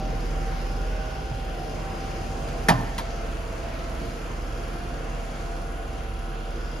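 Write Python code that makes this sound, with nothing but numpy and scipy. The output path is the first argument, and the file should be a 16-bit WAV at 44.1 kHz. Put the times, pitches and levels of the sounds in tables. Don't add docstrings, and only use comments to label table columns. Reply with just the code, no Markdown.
import sys
import numpy as np
from scipy import signal
from scipy.fft import rfft, irfft, next_fast_len
from scipy.io import wavfile
from scipy.ndimage import uniform_filter1d

SR = 44100
rng = np.random.default_rng(int(sys.argv[2]) if len(sys.argv) > 2 else 0)


def output_pcm(signal):
    pcm = np.clip(np.atleast_2d(signal).T, -1, 1) * 32767
    wavfile.write(sys.argv[1], SR, np.round(pcm).astype(np.int16))


N = 299866


def undb(db):
    return np.exp(np.asarray(db) * (np.log(10) / 20))


def curves(table):
    s, *columns = np.transpose(table)
    return [np.interp(np.arange(N) / SR, s, column) for column in columns]


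def over_hz(table, size):
    hz, db = np.transpose(table)
    bin_hz = np.fft.rfftfreq(size, 1 / SR)
    return np.interp(np.log(bin_hz + 1), np.log(hz), db)


def walk(rate_hz):
    held = np.repeat(rng.standard_normal(int(N / SR * rate_hz) + 3), 8)
    slewed = uniform_filter1d(uniform_filter1d(held, size=8), size=8)
    return 1.3 * np.interp(np.arange(N) * rate_hz * 8 / SR, np.arange(len(held)), slewed)


def bump(s, half_s):
    return np.exp(-((np.arange(N) / SR - s) / half_s) ** 2)


def tone(hz, db):
    cycles = np.cumsum(hz) / SR + rng.random()
    return np.sqrt(2) * undb(db) * np.sin(2 * np.pi * cycles)


def narrow(hz, width_hz):
    x = signal.lfilter(*signal.iirpeak(hz, hz / width_hz, fs=SR), rng.standard_normal(N))
    return x / x.std()


# time in seconds, firing rate in Hz, firing tone in dB, its fourth multiple in dB.
IDLE = [(0, 39.33, -29.5, -45), (0.35, 38.84, -28, -39), (0.7, 39.3, -28.5, -51), (0.95, 42, -30, -49.5),
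        (1.2, 41.43, -36, -50.5), (1.4, 40.6, -31, -49), (2.1, 38.11, -33.5, -45), (3.8, 37.99, -33.5, -60),
        (5.0, 38.55, -33.5, -48), (6.4, 38.09, -36, -60), (6.8, 39.13, -31, -64)]
# multiple of the firing rate, level in dB.
ENGINE_TONES = [(1.33, -77), (2, -55.5), (2.22, -50.5), (2.82, -50.5), (3, -61), (3.43, -58.5), (3.75, -49),
                (4.47, -55.5), (5, -65), (6, -54.5), (6.35, -52.5), (8.75, -57), (9, -54), (10.5, -68),
                (12, -52)]
# multiple of the firing rate, level in dB re the whine.
SLOTS = [(34.4, 0), (35.3, 3), (36.2, -3), (37.3, -4)]
WHINE_IDLE_DB = -59.5
SURGE_S, SURGE_RISE_DB, SURGE_HALF_S = 0.97, 7, 0.2


def engine():
    firing_hz, first_db, fourth_db = curves(IDLE)
    out = tone(firing_hz, first_db + 1.6 * walk(7.6))
    out += tone(4 * firing_hz, fourth_db + 1.3 * walk(4.16))
    for multiple, db in ENGINE_TONES:
        hz = multiple * firing_hz * (1 + 0.00291 * walk(5))
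        out += tone(hz, db + 1.7 * walk(4.01))
    whine_db = WHINE_IDLE_DB + SURGE_RISE_DB * bump(SURGE_S, SURGE_HALF_S)
    for multiple, db in SLOTS:
        hz = multiple * firing_hz * (1 + 0.00401 * walk(20))
        out += tone(hz, whine_db + db + 2.0 * walk(15))
    return out


def ring(modes, centre_hz, spread_octaves, push_s, rattle_s, scatter_cycles):
    hz, db, t60_s = np.transpose(modes)[:, :, None]
    t = np.arange(SR // 3) / SR
    db = db - 6 * (np.log2(hz / centre_hz) / spread_octaves) ** 2
    hz = hz * (1 + 0.0059 * rng.standard_normal(hz.shape))
    rattle = rng.standard_normal((len(hz), len(t) // 30))
    rattle = uniform_filter1d(rattle, int(rattle_s * SR / 30), axis=1)
    db = db + 1.8 * np.repeat(rattle / rattle.std(), 30, axis=1) - 60 * t / t60_s
    cycles = hz * t + scatter_cycles * rng.random(hz.shape)
    y = np.sum(undb(db) * np.sin(2 * np.pi * cycles), axis=0)
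    y *= 1 - np.exp(-t / push_s)
    return y / y[:SR // 40].std() / 3


# frequency in Hz, relative level in dB.
CRACK = [(300, -14), (700, -14), (1500, 0.5), (2500, -2), (3300, 0), (4000, -2.5), (5000, -3.5),
         (7000, -9.5), (10000, -8), (13000, -15), (15500, -23)]
CRACK_T60_S = 0.13, 0.086


def crack_noise():
    t = np.arange(SR // 3) / SR
    top = np.clip(np.fft.rfftfreq(len(t), 1 / SR) / 9000, 0, 1)
    noise = rfft(rng.standard_normal(len(t))) * undb(over_hz(CRACK, len(t)))
    crack = np.zeros(len(t))
    for part, t60_s in zip((1 - top, top), CRACK_T60_S):
        crack += irfft(noise * part, len(t)) * np.exp(-np.log(1000) * t / t60_s)
    onset = 1 - np.exp(-t / 0.00055)
    return crack * onset / crack[:SR // 50].std() / 4


HALL_T60_S, HALL_DB, HALL_LOWPASS_HZ = 1.3, -22, 2620


def hall_tail(knocks):
    t = np.arange(SR) / SR
    hall = rng.standard_normal(SR) * np.exp(-np.log(1000) * t / HALL_T60_S)
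    hall *= 1 - np.exp(-t / 0.013)
    hall = signal.lfilter(*signal.butter(1, HALL_LOWPASS_HZ, fs=SR), hall)
    hall /= np.sqrt(np.sum(hall ** 2))
    return undb(HALL_DB) * signal.fftconvolve(knocks, hall)[:len(knocks)]


# start in seconds, thump in dB, thump centre in Hz,
# ring in dB, ring centre in Hz, ring spread in octaves, crack in dB.
KNOCKS = [(1.314, -21.5, 84, -32, 700, .4, -49), (2.485, -27, 145, -42, 1502, .4, -35),
          (2.685, -27, 199, -11, 1950, 0.16, -11.5), (2.6858, -40, 199, -14, 1350, 0.22, -30),
          (2.687, -12.5, 201, -12, 644, 0.42, -15.5), (2.694, -40, 230, -22.5, 2410, 0.13, -21),
          (2.692, -19.5, 230, -10, 875, 0.21, -24), (2.699, -22.5, 250, -17, 1790, .1, -24),
          (2.704, -31, 250, -10, 840, 0.16, -38), (2.7104, -11, 190, -18, 1150, 0.44, -38),
          (2.719, -27, 200, -16, 760, .35, -40), (2.727, -27, 200, -24.5, 560, 0.45, -42),
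          (2.734, -13.5, 120, -27, 1100, .4, -44), (2.741, -40, 120, -24, 990, .12, -42),
          (2.757, -35, 130, -35, 700, .4, -40), (2.775, -32, 150, -37, 1850, .3, -40),
          (2.79, -21.5, 155, -30, 875, .3, -41), (2.808, -28, 202.3, -28, 790, 0.28, -36),
          (2.835, -36, 170, -33, 1100, .5, -41), (2.869, -26, 169.6, -36, 1686, .4, -44),
          (2.9804, -28, 170, -30, 2015, .04, -21), (2.9853, -40, 173, -23, 960, 0.081, -36),
          (2.995, -34, 200, -33, 1400, .4, -33), (3.008, -36, 200, -33, 800, .5, -39),
          (4.016, -28.5, 249.8, -30, 453, 0.36, -40), (4.059, -26, 152, -29, 400, 0.45, -46)]
# nominal frequency in Hz, relative level in dB, t60 in seconds.
LID = [(91.6, -1, 0.24), (120, 8.5, 0.17), (168.6, 5.5, 0.1), (186, 2, 0.12), (218, 4.5, 0.1),
       (252, -2, 0.074), (280, -4, 0.62)]
# nominal frequency in Hz, relative level in dB, t60 in seconds.
FRAME = [(360, 0, 0.09), (461, 2.5, 0.1), (520, -5, 0.08), (582.8, 0.5, 0.099), (645, 2, 0.08),
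         (705, 1, 0.09), (772, 2, 0.068), (826, -1, 0.09), (894, 3, 0.06), (940, 0.5, 0.063),
         (1032, -1.5, 0.14), (1120, 0, 0.073), (1208, -4, 0.076), (1344, -5, 0.081), (1441, -5, 0.07),
         (1540, -1, 0.07), (1684, 0.5, 0.072), (1766, -3, 0.06), (1805, 0, 0.053), (1884, -2, 0.057),
         (1940, -5.5, 0.04), (2006, -3, 0.05), (2210, -1, 0.053), (2420, -10, 0.08), (2480, -9, 0.06)]


def roof():
    out = np.zeros(N + SR)
    for s, thump_db, thump_hz, ring_db, ring_hz, spread, crack_db in KNOCKS:
        knock = undb(crack_db) * crack_noise()
        knock += undb(thump_db) * ring(LID, thump_hz, spread_octaves=0.45, push_s=0.0015,
                                       rattle_s=0.021, scatter_cycles=0.18)
        knock += undb(ring_db) * ring(FRAME, ring_hz, spread_octaves=spread, push_s=0.00065,
                                      rattle_s=0.012, scatter_cycles=0.52)
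        k = int(s * SR)
        out[k:k + len(knock)] += knock
    return (out + hall_tail(out))[:N]


# time in seconds, pitch in Hz, level in dB.
PUMP = [(0, 774.5, -42.5), (1.2, 775, -44), (1.6, 773, -41.5), (2.7, 777, -42), (3.2, 772.7, -48),
        (3.6, 776.4, -77), (4.5, 770, -51), (5.5, 769, -48), (6.45, 768, -46.5), (6.6, 761, -55),
        (6.8, 761.7, -58)]


def pump():
    hz, db = curves(PUMP)
    return tone(hz * (1 + 0.00307 * walk(24.86)), db + 2.0 * walk(20))


# time in seconds, level change in dB.
HUM_DIPS = [(.45, -1), (1.65, -9), (2.0, -3.5), (2.87, -2), (3.6, -5), (4.22, -11), (5.25, -7), (5.5, -4.5),
            (6.36, -13), (6.8, -6)]
HUM_HZ, HUM_DB, HUM_DIP_HALF_S = 58.1, -37.5, 0.11


def hum():
    db = HUM_DB + sum(dip_db * bump(s, HUM_DIP_HALF_S) for s, dip_db in HUM_DIPS)
    return tone(HUM_HZ * (1 + 0.00804 * walk(4.14)), db + 1.05 * walk(4.38))


# time in seconds, pitch in Hz, level in dB.
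DRONE = [(0, 707, -51), (1.2, 700, -63), (1.6, 710, -44), (1.9, 695, -63), (2.15, 688, -52),
         (2.5, 681.7, -44.5), (3.0, 682.4, -45), (4.1, 680.7, -46), (4.3, 684, -54), (4.75, 694.3, -42.5),
         (5.05, 693.8, -52.5), (5.4, 688.8, -44), (5.95, 687.5, -47), (6.1, 686.7, -54), (6.25, 689, -47.5),
         (6.8, 683.4, -49)]


def bay_drone():
    hz, db = curves(DRONE)
    return tone(hz * (1 + 0.00616 * walk(14)), db + 3.04 * walk(24))


def valve_ticks(turns):
    return np.exp(-(turns / 2 % 1) / 0.14)


# time in seconds, low in dB, middle in dB, high in dB.
RUSH = [(0, 5, -0.5, -1), (1, 3.5, -0.8, 0), (2.3, 3, -3, -2), (3, 4, 0, 0.5), (3.6, 2.5, -1, -1.5),
        (5.2, 2.5, -0.5, -1.5), (6.8, 3.5, 0.5, -0.5)]
# frequency in Hz, density in dB per Hz.
AIR = [(28, -79), (50, -64.5), (150, -69), (330, -70), (400, -75.5), (500, -70), (850, -75), (1400, -73),
       (2000, -78.5), (2800, -81.5), (3500, -90), (5000, -86.5), (8000, -92), (11000, -99), (13500, -105),
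       (15300, -105)]
RIPPLE_DB, RIPPLE_WIDTH_HZ = 2, 37


def rush(turns):
    low_db, middle_db, high_db = curves(RUSH)
    size = next_fast_len(N)
    bin_hz = np.fft.rfftfreq(size, 1 / SR)
    noise = rfft(rng.standard_normal(size)) * undb(over_hz(AIR, size)) * np.sqrt(SR / 2)
    ripple = uniform_filter1d(rng.standard_normal(len(noise)), int(RIPPLE_WIDTH_HZ * size / SR))
    noise *= undb(RIPPLE_DB * ripple / ripple.std() * np.clip(bin_hz / 2000, 0, 1))
    octave = np.log2(bin_hz / 30 + 1e-9)
    valves = valve_ticks(turns)
    belt = np.exp(-(turns * 0.61 % 1) / 0.058)
    out, swell = np.zeros(N), walk(1.84)
    for centre in np.arange(0, 9.6, 0.5):
        window = np.cos(np.pi / 2 * np.clip(2 * (octave - centre), -1, 1)) ** 2
        band = irfft(noise * window, size)[:N]
        low = np.clip((5.2 - centre) / 0.5, 0, 1)
        high = np.clip((centre - 5.8) / 1.4, 0, 1)
        moving_db = low * low_db + high * high_db + (1 - low - high) * middle_db
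        throb_db = 4.5 * valves * np.clip(centre - 6.2, 0, 1)
        throb_db += 1.8 * belt * np.clip(centre - 7.4, 0, 1)
        out += band * undb(moving_db + throb_db + 1.5 * swell + 1.17 * walk(10))
    return out


# frequency in Hz, width in Hz, level in dB.
CAVITIES = [(337.3, 10.3, -52), (455, 43, -49.5), (1380, 29, -78), (2767, 100, -59), (3160, 160, -61),
            (3360, 260, -61)]


def cavities():
    out = np.zeros(N)
    for hz, width_hz, db in CAVITIES:
        out += narrow(hz, width_hz) * undb(db + 1.8 * walk(1.59))
    return out


# frequency in Hz, width in Hz, level in dB, start in seconds, stop in seconds.
HISSES = [(628, 6, -43, .7, 1.3), (618, 8, -47, -.3, .35), (800, 10, -51, .2, 1.6),
          (470, 30, -49, -.3, 1.2), (505, 30, -51, .1, 1.4), (622, 8, -46, 1.4, 2.1),
          (655, 10, -50, 2.3, 3.4), (651, 10, -45, 3.2, 4.15), (662, 14, -47, 5.0, 5.7),
          (530, 14, -53, .6, 1.8), (1465, 12, -54.5, 5.3, 7.3), (1390, 14, -58, 4.4, 5.4),
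          (435, 12, -51, .6, 1.9), (438, 10, -52, 2.5, 3.6), (5025, 14, -63, -.5, 2.75),
          (5540, 14, -68, -.5, 1.4), (5130, 14, -72, .2, 2.6), (5290, 14, -72, .6, 2.4),
          (4870, 14, -72, 1.4, 2.7), (1490, 160, -51, .6, 1.4), (2750, 400, -56, .5, 1.8),
          (1040, 250, -51, 4.8, 7.3), (2800, 14, -64, 4.5, 7.3), (5240, 70, -69, 3.7, 5.0),
          (5190, 14, -61, 6.5, 7.3), (5000, 300, -59, 6.45, 7.3), (7150, 50, -68, 3.5, 7.3),
          (9950, 120, -66, 4.4, 7.3)]


def hisses(turns):
    out, t, valves = np.zeros(N), np.arange(N) / SR, valve_ticks(turns)
    for hz, width_hz, db, start_s, stop_s in HISSES:
        treble = hz > 4000
        if width_hz < 15:
            whistle_hz = hz + width_hz / 2 * walk(20) + hz * 0.003 * walk(60) * treble
            hiss = tone(whistle_hz, 2.2 * walk(18))
        else:
            hiss = narrow(hz, width_hz)
        fade = np.clip(np.minimum(t - start_s, stop_s - t) * 4, 0, 1)
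        out += hiss * undb(db + 1.4 * walk(9) + 5.0 * valves * treble) * fade
    return out


# frequency in Hz, side minus mid in dB.
WIDTH = [(60, -23), (250, -11.5), (700, -4), (1400, -1), (2800, -4), (4500, -6.5), (7000, -3.5), (7600, 8),
         (8200, 49), (8900, 5), (10200, -5.5), (10900, -10), (12300, -30), (13400, 7), (14200, 27)]
# frequency in Hz, left minus right in dB.
LEAN = [(60, -1.5), (110, -0.5), (200, -3.5), (380, -2.5), (700, -0.5), (1290, -6), (2380, 0), (4400, 5),
        (8120, -2), (15000, 1)]


def stereo(sound, treble_share, lead):
    size = next_fast_len(N + SR // 4)
    direct = rfft(sound, size)
    scattered = direct.copy()
    for lag_samples in (113, 331, 557, 797):
        delay = np.exp(-2j * np.pi * np.fft.rfftfreq(size) * lag_samples)
        scattered *= (delay - 0.55) / (1 - 0.55 * delay)
    scattered = lead * 1j * direct + np.sqrt(1 - lead ** 2) * scattered
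    share = np.where(np.fft.rfftfreq(size, 1 / SR) > 7000, treble_share, 1)
    ratio = undb(share * over_hz(WIDTH, size))
    mid = direct / np.sqrt(1 + ratio ** 2)
    side = scattered * ratio / np.sqrt(1 + ratio ** 2)
    side += np.tanh(over_hz(LEAN, size) * np.log(10) / 40) * mid
    return irfft(np.array([mid + side, mid - side]), size)[:, :N]


def scene():
    turns = np.cumsum(curves(IDLE)[0]) / SR
    car = engine() + pump() + hum() + bay_drone()
    car += rush(turns) + cavities() + hisses(turns)
    return stereo(car, treble_share=1, lead=0) + stereo(roof(), treble_share=0.61, lead=1)


def record(dry):
    return signal.sosfilt(signal.ellip(10, 0.2, 80, 15700, fs=SR, output="sos"), dry)


dry = scene()
out = record(dry)
output_pcm(out)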